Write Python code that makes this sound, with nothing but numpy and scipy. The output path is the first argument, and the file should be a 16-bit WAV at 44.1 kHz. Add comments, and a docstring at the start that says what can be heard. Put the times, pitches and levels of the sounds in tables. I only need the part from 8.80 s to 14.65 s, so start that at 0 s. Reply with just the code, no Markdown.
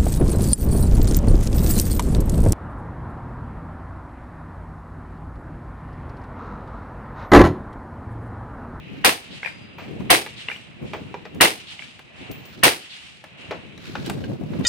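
"""Rifle shots on a porch

Four suppressed rifle shots are heard close up on a wooden porch: a pulse and a noisy jet of gas,
with short knocks around each blast. Filtered noise makes the porch and the tree lines answer.
Ringing tones and short noise bursts make the clanks of a far steel plate, brass cases on the boards
and clicks of the rifle's parts, most of them at the end. Shaped noise makes wind, leaves and cloth.
"""
import sys
import numpy as np
from scipy import signal
from scipy.io import wavfile
from scipy.ndimage import uniform_filter1d

SR = 44100
rng = np.random.default_rng(int(sys.argv[2]) if len(sys.argv) > 2 else 0)


def wrap_up_sound(samples):
    """Save the sound to the file named by the first command line argument, as 16-bit audio."""
    columns = np.atleast_2d(samples).T
    # keep every value between -1 and 1, then stretch to whole-number steps
    tamed = np.clip(columns, -1, 1)
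    steps = np.round(tamed * 32767).astype(np.int16)
    wavfile.write(sys.argv[1], SR, steps)


N = 257984  # length in samples

# the four shots, also used by the knocks and the field: t/s, relative level/dB
SHOTS = [(0.2471, -0.5), (1.3032, 1), (2.6095, 1.5), (3.8347, 1.5)]
# tone colour of the blast: f/Hz, relative level per Hz/dB
BLAST_COLOUR = [(35, -83), (60, -14), (198, -8.5), (330, -2.5), (492, -2.5), (566, -6), (651, -2), (749, 1),
                (1140, -6.5), (2410, -6.5), (5460, -15.5), (7400, -19), (8510, -11.5), (16000, -19)]


def muzzle_blasts():
    """A pressure pulse and a gas jet leave the muzzle, the bolt slams home, porch and trees answer."""
    bolt_delay_s = 0.046
    out = np.zeros((2, N))
    t = np.arange(2000) / SR
    for s, db in SHOTS:
        crack = pressure_pulse(t)
        jet = 0.34 * rng.standard_normal((2, len(t))) * np.exp(-t / 0.014)
        add(out, s, gain_of(db) * jet)
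        add(out, s, gain_of(db + 10) * crack)
        add(out, s + bolt_delay_s, gain_of(db + 6) * crack)  # sharp edge of the bolt
        add(out, s, gain_of(db + 22) * porch(crack))
        add(out, s + 0.255, gain_of(db - 25.5) * bright_tree_echo())
    return coloured(out, BLAST_COLOUR)


def pressure_pulse(t):
    """A sudden rise in pressure that dips below zero and dies away within a millisecond."""
    u = t / 0.00005
    return panned((1 - u) * np.exp(-u), 0)


def bright_tree_echo():
    """A bright tree-line echo: a soft swell of mid-treble noise a quarter second after the shot."""
    t = np.arange(6000) / SR
    band = signal.butter(2, [3000, 4600], "band", fs=SR, output="sos")
    trees = signal.sosfilt(band, rng.standard_normal((2, len(t))))
    return trees * t / 0.02 * np.exp(-t / 0.025)


# short knocks around each shot, from just before it to the bolt closing:
# t from the shot/s, peak level relative to the shot/dB, f/Hz, time to fall 60 dB/s
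KNOCKS = [(-.006, -15, 2027, .025), (-.003, -10, 1287, .02), (.014, -17.5, 500, .04), (.027, -11, 600, .05),
          (.034, -12, 345, .05), (.046, -9, 1953, .012)]


def short_knocks():
    """Knocks around the blast: low thumps thrown back by the house wall, and the bolt closing.

    Each knock is two short tones, drawn anew for each side.
    """
    out = np.zeros((2, N))
    for s, db in SHOTS:
        for delay, knock_db, hz, t60 in KNOCKS:
            sides = []
            for side in "LR":
                modes = [(hz * rng.uniform(0.9, 1.1), 0, t60), (1.4 * hz, -3, t60)]
                sides.append(ring(modes, 0.1, scatter_db=1.5))
            add(out, s + delay, gain_of(db + knock_db) * np.array(sides))
    return out


# tree lines that return each shot: t after the shot/s, level before colouring/dB, fade/dB per s
FIELD = [(0.139, -44.5, 72), (0.262, -44.5, 86.5), (.37, -49, 95.5), (.73, -51.5, 39.5)]
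# tone colour of the field's answer: f/Hz, relative level per Hz/dB
FIELD_COLOUR = [(180, -86), (300, -54.5), (645, -49), (713, -12.5), (915, -15), (994, -17), (2880, -0.5),
                (6200, -18), (8640, -19), (16000, -54)]


def field_echoes():
    """Tree lines scatter each shot back as lumpy noise, over a faint wash from farther off."""
    rise_s = 0.049
    out = np.zeros((2, N))
    t = np.arange(round(1.3 * SR)) / SR
    level = gain_of(-63.5)  # the far wash, steady
    for delay, db, fade in FIELD:
        swell = np.clip((t - delay) / rise_s, 0, 1)
        level = level + swell * gain_of(db - fade * np.maximum(t - delay - rise_s, 0))
    for s, db in SHOTS:
        lumps = gain_of(db) * flutter(1.2, len(t), 500)
        add(out, s, level * lumps * rng.standard_normal((2, len(t))))
    return coloured(out, FIELD_COLOUR)


# how the porch rings on: f/Hz, time to fall 60 dB/s, build-up time/s
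PORCH = [(100, 0.29, 0.015), (298, 0.34, 0.021), (852, 0.23, 0.0043), (1853, 0.24, 0.0037),
         (5000, 0.27, 0.0027), (10000, 0.25, 0.0013), (16000, 0.22, .001)]


def porch(x):
    """Dense reflections from all sides: each reaches the two spaced microphones a little apart."""
    taps = np.zeros((2, SR // 2))
    at = np.arange(30, SR // 2 - 40, 8)
    at = at + rng.integers(0, 8, len(at))
    lag = np.round(10 * np.sin(rng.uniform(-np.pi, np.pi, len(at)))).astype(int)  # samples
    # a few posts and walls stand out
    size = rng.choice([-1.0, 1.0], len(at)) * gain_of(4.5 * rng.standard_normal(len(at)))
    np.add.at(taps[0], at + lag, size)
    np.add.at(taps[1], at - lag, size)
    # each pitch builds up and fades at its own pace
    hz, t, z = signal.stft(taps, SR, nperseg=256, noverlap=192)
    build = 1 - np.exp(-(t + 0.001) / read(PORCH, hz, column=2)[:, None])
    fade = gain_of(-60 * t / read(PORCH, hz)[:, None])
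    tail = signal.istft(z * build * fade, SR, nperseg=256, noverlap=192)[1]
    return signal.oaconvolve(x, tail / np.linalg.norm(tail[0]), axes=1)


# clanks from the plate: t/s, peak level of the smack/dB, f of the smack/Hz, left-right level/dB
CLANKS = [(0.6307, -18, 2160, 1), (0.6474, -22, 2480, -18), (0.6599, -22.5, 2420, 24),
          (0.6744, -24, 2080, -10), (1.6853, -13.5, 2740, 3), (1.6994, -27, 2070, -19),
          (1.715, -19.5, 2380, 2), (1.7609, -27, 2960, 1), (2.9926, -26, 2880, -12),
          (3.0216, -30, 2300, 15.5)]
# tones of the steel plate: f/Hz, relative level/dB, time to fall 60 dB/s
PLATE = [(2100, 0, .15), (2400, -3, .12), (3480, -9, .15), (4900, -23, 1.4), (5600, -18, .25),
         (8123, -20, .45), (8480, -21, .2), (10150, -25, .2), (11160, -24, .15), (12500, -30, .2),
         (13970, -31, .2)]


def plate_clanks():
    """The bullet smacks a far steel plate: a short knock, a wavering metal ring and a rattle."""
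    out = np.zeros((2, N))
    for s, db, hz, pan_db in CLANKS:
        t60 = 0.014
        smack = ring([(hz, 0, t60), (0.752 * hz, -4, t60), (0.37 * hz, -15, t60)], 0.1, scatter_db=1.5)
        add(out, s, gain_of(db) * panned(smack, pan_db))
        metal = ring(PLATE, 0.5, scatter_db=3)
        waver = flutter(3.7, len(metal), 400)  # air over the range shakes the ring
        add(out, s, gain_of(db - 20) * panned(metal * waver, pan_db))
        add(out, s, gain_of(db - 13.5) * panned(rattle(t60=0.054), pan_db))
    return out


# brass cases on the boards: t/s, peak level of the knock/dB, tilt of the knock/dB per octave,
# rattle level/dB, rattle time to fall 60 dB/s, bright snap level/dB, brass ring level/dB,
# share of the lower brass tone/0-1, left-right level/dB
BOUNCES = [(0.983, -29.5, 8.5, -34, 0.36, -74, -55.5, 0.6, 0.7),
           (1.205, -33, 10, -34, .05, -64, -75.5, 1, 0.1),
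           (2.134, -22, 7.5, -25, 0.14, -57.5, -59, 0.3, -1.5),
           (2.342, -19, 2, -27.5, 0.046, -65, -70.5, 0.7, -2.5),
           (2.453, -38, 1, -26.5, 0.042, -66.5, -67.5, 0.24, 4),
           (2.546, -49.5, -4.7, -46.5, 0.078, -55.5, -62, 0.3, 1.5),
           (3.513, -40, 5, -42.5, 0.039, -46.5, -41.5, 0.4, 4),
           (3.654, -44.5, 1.5, -45, 0.04, -53.5, -50.5, 0.25, -1),
           (4.709, -24.5, -4, -21, 0.11, -54, -73, 0.3, 1.5)]
# tones of the boards: f/Hz, relative level before the tilt/dB, time to fall 60 dB/s
BOARDS = [(409, -4.5, 0.072), (496, -5.5, 0.043), (840, -11.5, 0.055), (953, -2, .03), (1307, -16.5, .025),
          (1720, -20.5, 0.039), (2400, -2.5, 0.01), (3150, -38.5, .015)]
# two tones of a brass case: f/Hz, time to fall 60 dB/s
BRASS = [(12110, .25), (15390, .3)]


def case_bounces():
    """A brass case strikes the boards: wooden knock, rattle, dull scuff, bright snap, brass ring."""
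    out = np.zeros((2, N))
    t = np.arange(SR // 2) / SR
    dull = signal.butter(2, 890, fs=SR, output="sos")
    for s, db, tilt_db, rattle_db, rattle_t60, snap_db, brass_db, low, pan_db in BOUNCES:
        boards = [(hz, mode_db + tilt_db * np.log2(hz / 1000), t60) for hz, mode_db, t60 in BOARDS]
        add(out, s, gain_of(db) * panned(ring(boards, 0.2, scatter_db=2.2), pan_db))
        add(out, s, gain_of(rattle_db) * panned(rattle(t60=rattle_t60), pan_db))
        # dull tail as the boards shake on
        scuff = signal.sosfilt(dull, rattle(t60=1.6 * rattle_t60))
        add(out, s + 0.006, gain_of(rattle_db + 0.5) * panned(scuff, pan_db))
        add(out, s, panned(snap(snap_db), pan_db))
        tumble = flutter(3, (2, len(t)), 300)  # the case spins as it rings
        for (hz, t60), share in zip(BRASS, np.clip([low, 1 - low], 0, 1)):
            tone = gain_of(brass_db - 60 * t / t60) * np.sin(2 * np.pi * hz * t)
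            add(out, s, share * tone * tumble)
    return out


# trigger, selector and handling clicks: t/s, peak level of the body/dB, f of the body/Hz,
# rattle level/dB, bright snap level/dB, left-right level/dB
CLICKS = [(1.462, -27, 2240, -25.5, -49, -1), (3.192, -43, 851, -33, -57.5, -1),
          (4.44, -44.5, 880, -31, -55, 0.5), (4.977, -36.5, 3900, -39, -58.5, 6),
          (5.055, -32.5, 2590, -51, -58, -5), (5.153, -18, 1493, -19.5, -62, 3.5),
          (5.261, -30, 2990, -55, -41, -4), (5.297, -20, 740, -19.5, -34.5, 1),
          (5.44, -29, 2900, -36, -74, -2), (5.614, -36, 670, -48, -73, 1.5),
          (5.735, -33, 602, -32, -73, -6), (5.807, -34, 606, -36, -69, 6)]


def handling_clicks():
    """Small parts of the rifle click: three short tones, a rattle and a bright snap together."""
    out = np.zeros((2, N))
    for s, db, hz, rattle_db, snap_db, pan_db in CLICKS:
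        t60 = 0.023
        modes = [(hz, 0, t60), (0.55 * hz, -6, 1.5 * t60), (1.5 * hz, -6, 0.6 * t60)]
        click = gain_of(db) * ring(modes, 0.2, scatter_db=2.2)
        click += gain_of(rattle_db) * rattle(t60=0.057)
        click[:900] += snap(snap_db)
        add(out, s, panned(click, pan_db))
    return out


# tone colour of a contact's rattle: f/Hz, relative level per Hz/dB
RATTLE_COLOUR = [(180, -31), (300, -4), (502, 1), (1250, -3.5), (2400, -3), (6410, -25.5), (8500, -39),
                 (14500, -113), (16000, -34)]


def rattle(t60):
    """The noisy part of a contact: a spiky burst that dies fast, peak about 1."""
    t = np.arange(SR // 5) / SR
    spikes_db = 2.7 * rng.standard_normal(len(t))
    grit = rng.standard_normal(len(t)) * gain_of(spikes_db - 60 * t / t60)
    return coloured(grit[None], RATTLE_COLOUR)[0] / 2


def snap(db):
    """The bright edge of a hard contact: band-passed noise a few milliseconds long."""
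    band = signal.butter(1, [2200, 8000], "band", fs=SR, output="sos")
    grit = signal.sosfilt(band, rng.standard_normal(900))
    u = np.arange(900) / SR / 0.0018
    return gain_of(db) * 8 * grit * u * np.exp(-u)


def ring(modes, seconds, scatter_db):
    """One blow on a set of fading tones, peak 1; each blow favours other tones."""
    t = np.arange(round(seconds * SR)) / SR
    x = np.zeros(len(t))
    for hz, db, t60 in modes:
        level = gain_of(db + scatter_db * rng.standard_normal() - 60 * t / t60)
        x += level * np.sin(2 * np.pi * hz * t)
    x *= 1 - np.exp(-t / 0.0007)  # the contact takes a moment
    return x / abs(x).max()


# slow strength of the wind at the microphones: t/s, level/dB
WIND = [(0, -42.5), (.17, -36.5), (.4, -49.5), (.92, -46), (1.1, -35.5), (1.29, -32.5), (1.45, -45.5),
        (1.93, -46.5), (2.2, -36), (2.45, -43.5), (2.9, -49), (3.35, -49.5), (3.55, -42), (4.05, -53),
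        (4.5, -50.5), (5, -41), (5.3, -29.5), (5.53, -36.5), (5.58, -37.5), (5.64, -31.5), (5.85, -30.5)]
# single thumps of wind: t/s, level/dB, half-width/s
PUFFS = [(.53, -39.5, 0.022), (.78, -49, 0.091), (2.04, -34, 0.019), (2.59, -33, 0.035), (3.42, -41.5, .02),
         (3.51, -34, 0.0096), (3.8, -40.5, 0.028), (4.7, -45.5, .07), (5.52, -33.5, 0.031),
         (5.81, -34, 0.011)]


def gust(t):
    """Wind at the microphones: the slow strength plus the single thumps."""
    return curve(WIND, t) + swells(PUFFS, t)


def wind_rumble():
    """Eddies press on the two microphones separately: lumpy low noise, brighter in strong gusts."""
    noise, lumps, hz, t = noise_frames()
    eddies = 2.5 * evened(uniform_filter1d(uniform_filter1d(lumps, 5, 1), 6, 2))  # short lumps, dB
    top_hz = 190 * (gust(t) / gain_of(-28)) ** 0.16  # a stronger gust reaches higher
    bass_cut = (hz ** 2 / (hz ** 2 + 110 ** 2)) ** 2
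    treble_cut = 1 / (1 + (hz / top_hz) ** 2) ** 1.42
    buffet = 0.78 * evened(uniform_filter1d(lumps[:, :1], 8, 2))  # all pitches together, dB
    wind = from_frames(noise * bass_cut * treble_cut * gain_of(eddies) * gain_of(buffet))
    pops = flutter(2.65, (2, N), 250)  # small eddies burst on each port
    return evened(wind * pops) * gust(np.arange(N) / SR)


# breeze in the leaves: t/s, level/dB
BREEZE = [(0, -47), (2.3, -49), (3.25, -53), (3.45, -42.5), (3.8, -51.5), (4.4, -55), (4.65, -43),
          (5.1, -50.5), (5.5, -59), (5.85, -45)]
# tone colour of the leaves: f/Hz, relative level per Hz/dB
LEAVES_COLOUR = [(240, -34.5), (400, -11), (636, -7.5), (921, -11), (1110, -11.5), (1560, -12), (2710, -4),
                 (3580, -17), (3870, -14.5), (6850, -69.5), (8370, -50), (16000, -74)]


def leaves():
    """Many leaves brush together: a steady-coloured hiss with soft patches, led by the breeze."""
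    noise, lumps, hz, t = noise_frames()
    patches = evened(uniform_filter1d(uniform_filter1d(lumps[0], 16, 0), 25, 1))
    hiss = from_frames(noise * gain_of(read(LEAVES_COLOUR, hz) + 1.2 * patches))
    return hiss * curve(BREEZE, np.arange(N) / SR)


# moves of cloth and sling: t/s, level before colouring/dB, half-width/s
RUSTLE = [(.2, -55.5, .15), (3.72, -50.5, 0.1), (5.07, -44, 0.045), (5.19, -44.5, 0.048),
          (5.27, -36.5, .015), (5.42, -49.5, 0.11), (5.75, -51, 0.063), (5.85, -40, 0.012)]


def cloth():
    """Cloth and sling rub as they move: grainy noise that swells with each move."""
    grains = rng.standard_normal((2, N)) * flutter(2.2, N, 300)
    colour = [(300, -14.5), (1500, 8.5), (4000, 7), (9000, -12), (16000, -17)]  # f/Hz, level/dB
    return coloured(grains, colour) * swells(RUSTLE, np.arange(N) / SR)


def noise_frames():
    """Short overlapping slices of random spectrum, random lumps, their pitches and their times."""
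    frames = N // 128 + 9
    hz = np.fft.rfftfreq(1024, 1 / SR)[:, None]
    a, b, lumps = rng.standard_normal((3, 2, 513, frames))
    return a + 1j * b, lumps, hz, np.arange(frames) * 128 / SR


def from_frames(spectrum):
    """Joins spectrum slices into sound of rms 1."""
    return evened(signal.istft(spectrum, nperseg=1024, noverlap=896)[1][:, :N])


def gain_of(db):
    """Decibels to a factor."""
    return 10 ** (np.asarray(db) / 20)


def evened(x):
    """Scales to rms 1."""
    return x / np.sqrt(np.mean(x ** 2) + 1e-20)


def flutter(db, shape, width):
    """A random wavering gain, db rms in size, smoothed over width samples."""
    return gain_of(db * evened(uniform_filter1d(rng.standard_normal(shape), width)))


def curve(rows, t):
    """A level curve in dB as a factor."""
    return gain_of(np.interp(t, *np.transpose(rows)))


def swells(rows, t):
    """Sum of bell-shaped swells, as a factor."""
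    return sum(gain_of(db) * np.exp(-0.5 * ((t - s) / width) ** 2) for s, db, width in rows)


def read(points, hz, column=1):
    """A spectrum table joined on a log-frequency axis."""
    points = np.transpose(points)
    return np.interp(np.log(hz + 1), np.log(points[0] + 1), points[column])


def coloured(x, points):
    """Filters with the shape of a spectrum table, without sounding ahead of time."""
    log_gain = np.log(gain_of(read(points, abs(np.fft.fftfreq(8192, 1 / SR)))))
    taps = np.fft.ifft(np.exp(np.conj(signal.hilbert(log_gain)))).real[:2048]
    return signal.oaconvolve(x, taps[None] / np.linalg.norm(taps), axes=1)[:, :x.shape[1]]


def panned(x, pan_db):
    """Mono to two channels, the left louder by pan_db."""
    return x * gain_of([[pan_db / 2], [-pan_db / 2]])


def add(mix, s, sound):
    """Mixes a two-channel sound in at time s."""
    part = mix[:, round(s * SR):][:, :sound.shape[1]]
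    part += sound[:, :part.shape[1]]


def scene():
    """The shots, the small hits with their porch reflections, and the open air."""
    shots = muzzle_blasts() + short_knocks() + field_echoes()
    hits = plate_clanks() + case_bounces() + handling_clicks()
    reflections = gain_of(-5) * porch(hits)[:, :N]
    return shots + hits + reflections + wind_rumble() + leaves() + cloth()


def record(dry):
    """The small microphones lose the deepest bass and saturate on the blasts; then the band limit."""
    dry = signal.sosfilt(signal.butter(2, 55, "high", fs=SR, output="sos"), dry)
    held = dry / (1 + abs(dry / 0.95) ** 4) ** 0.25  # bends softly towards 0.95
    band_limit = signal.firwin(511, 16200, window=("kaiser", 9), fs=SR)
    return signal.oaconvolve(held, band_limit[None], "same")


dry = scene()
out = record(dry)
wrap_up_sound(out)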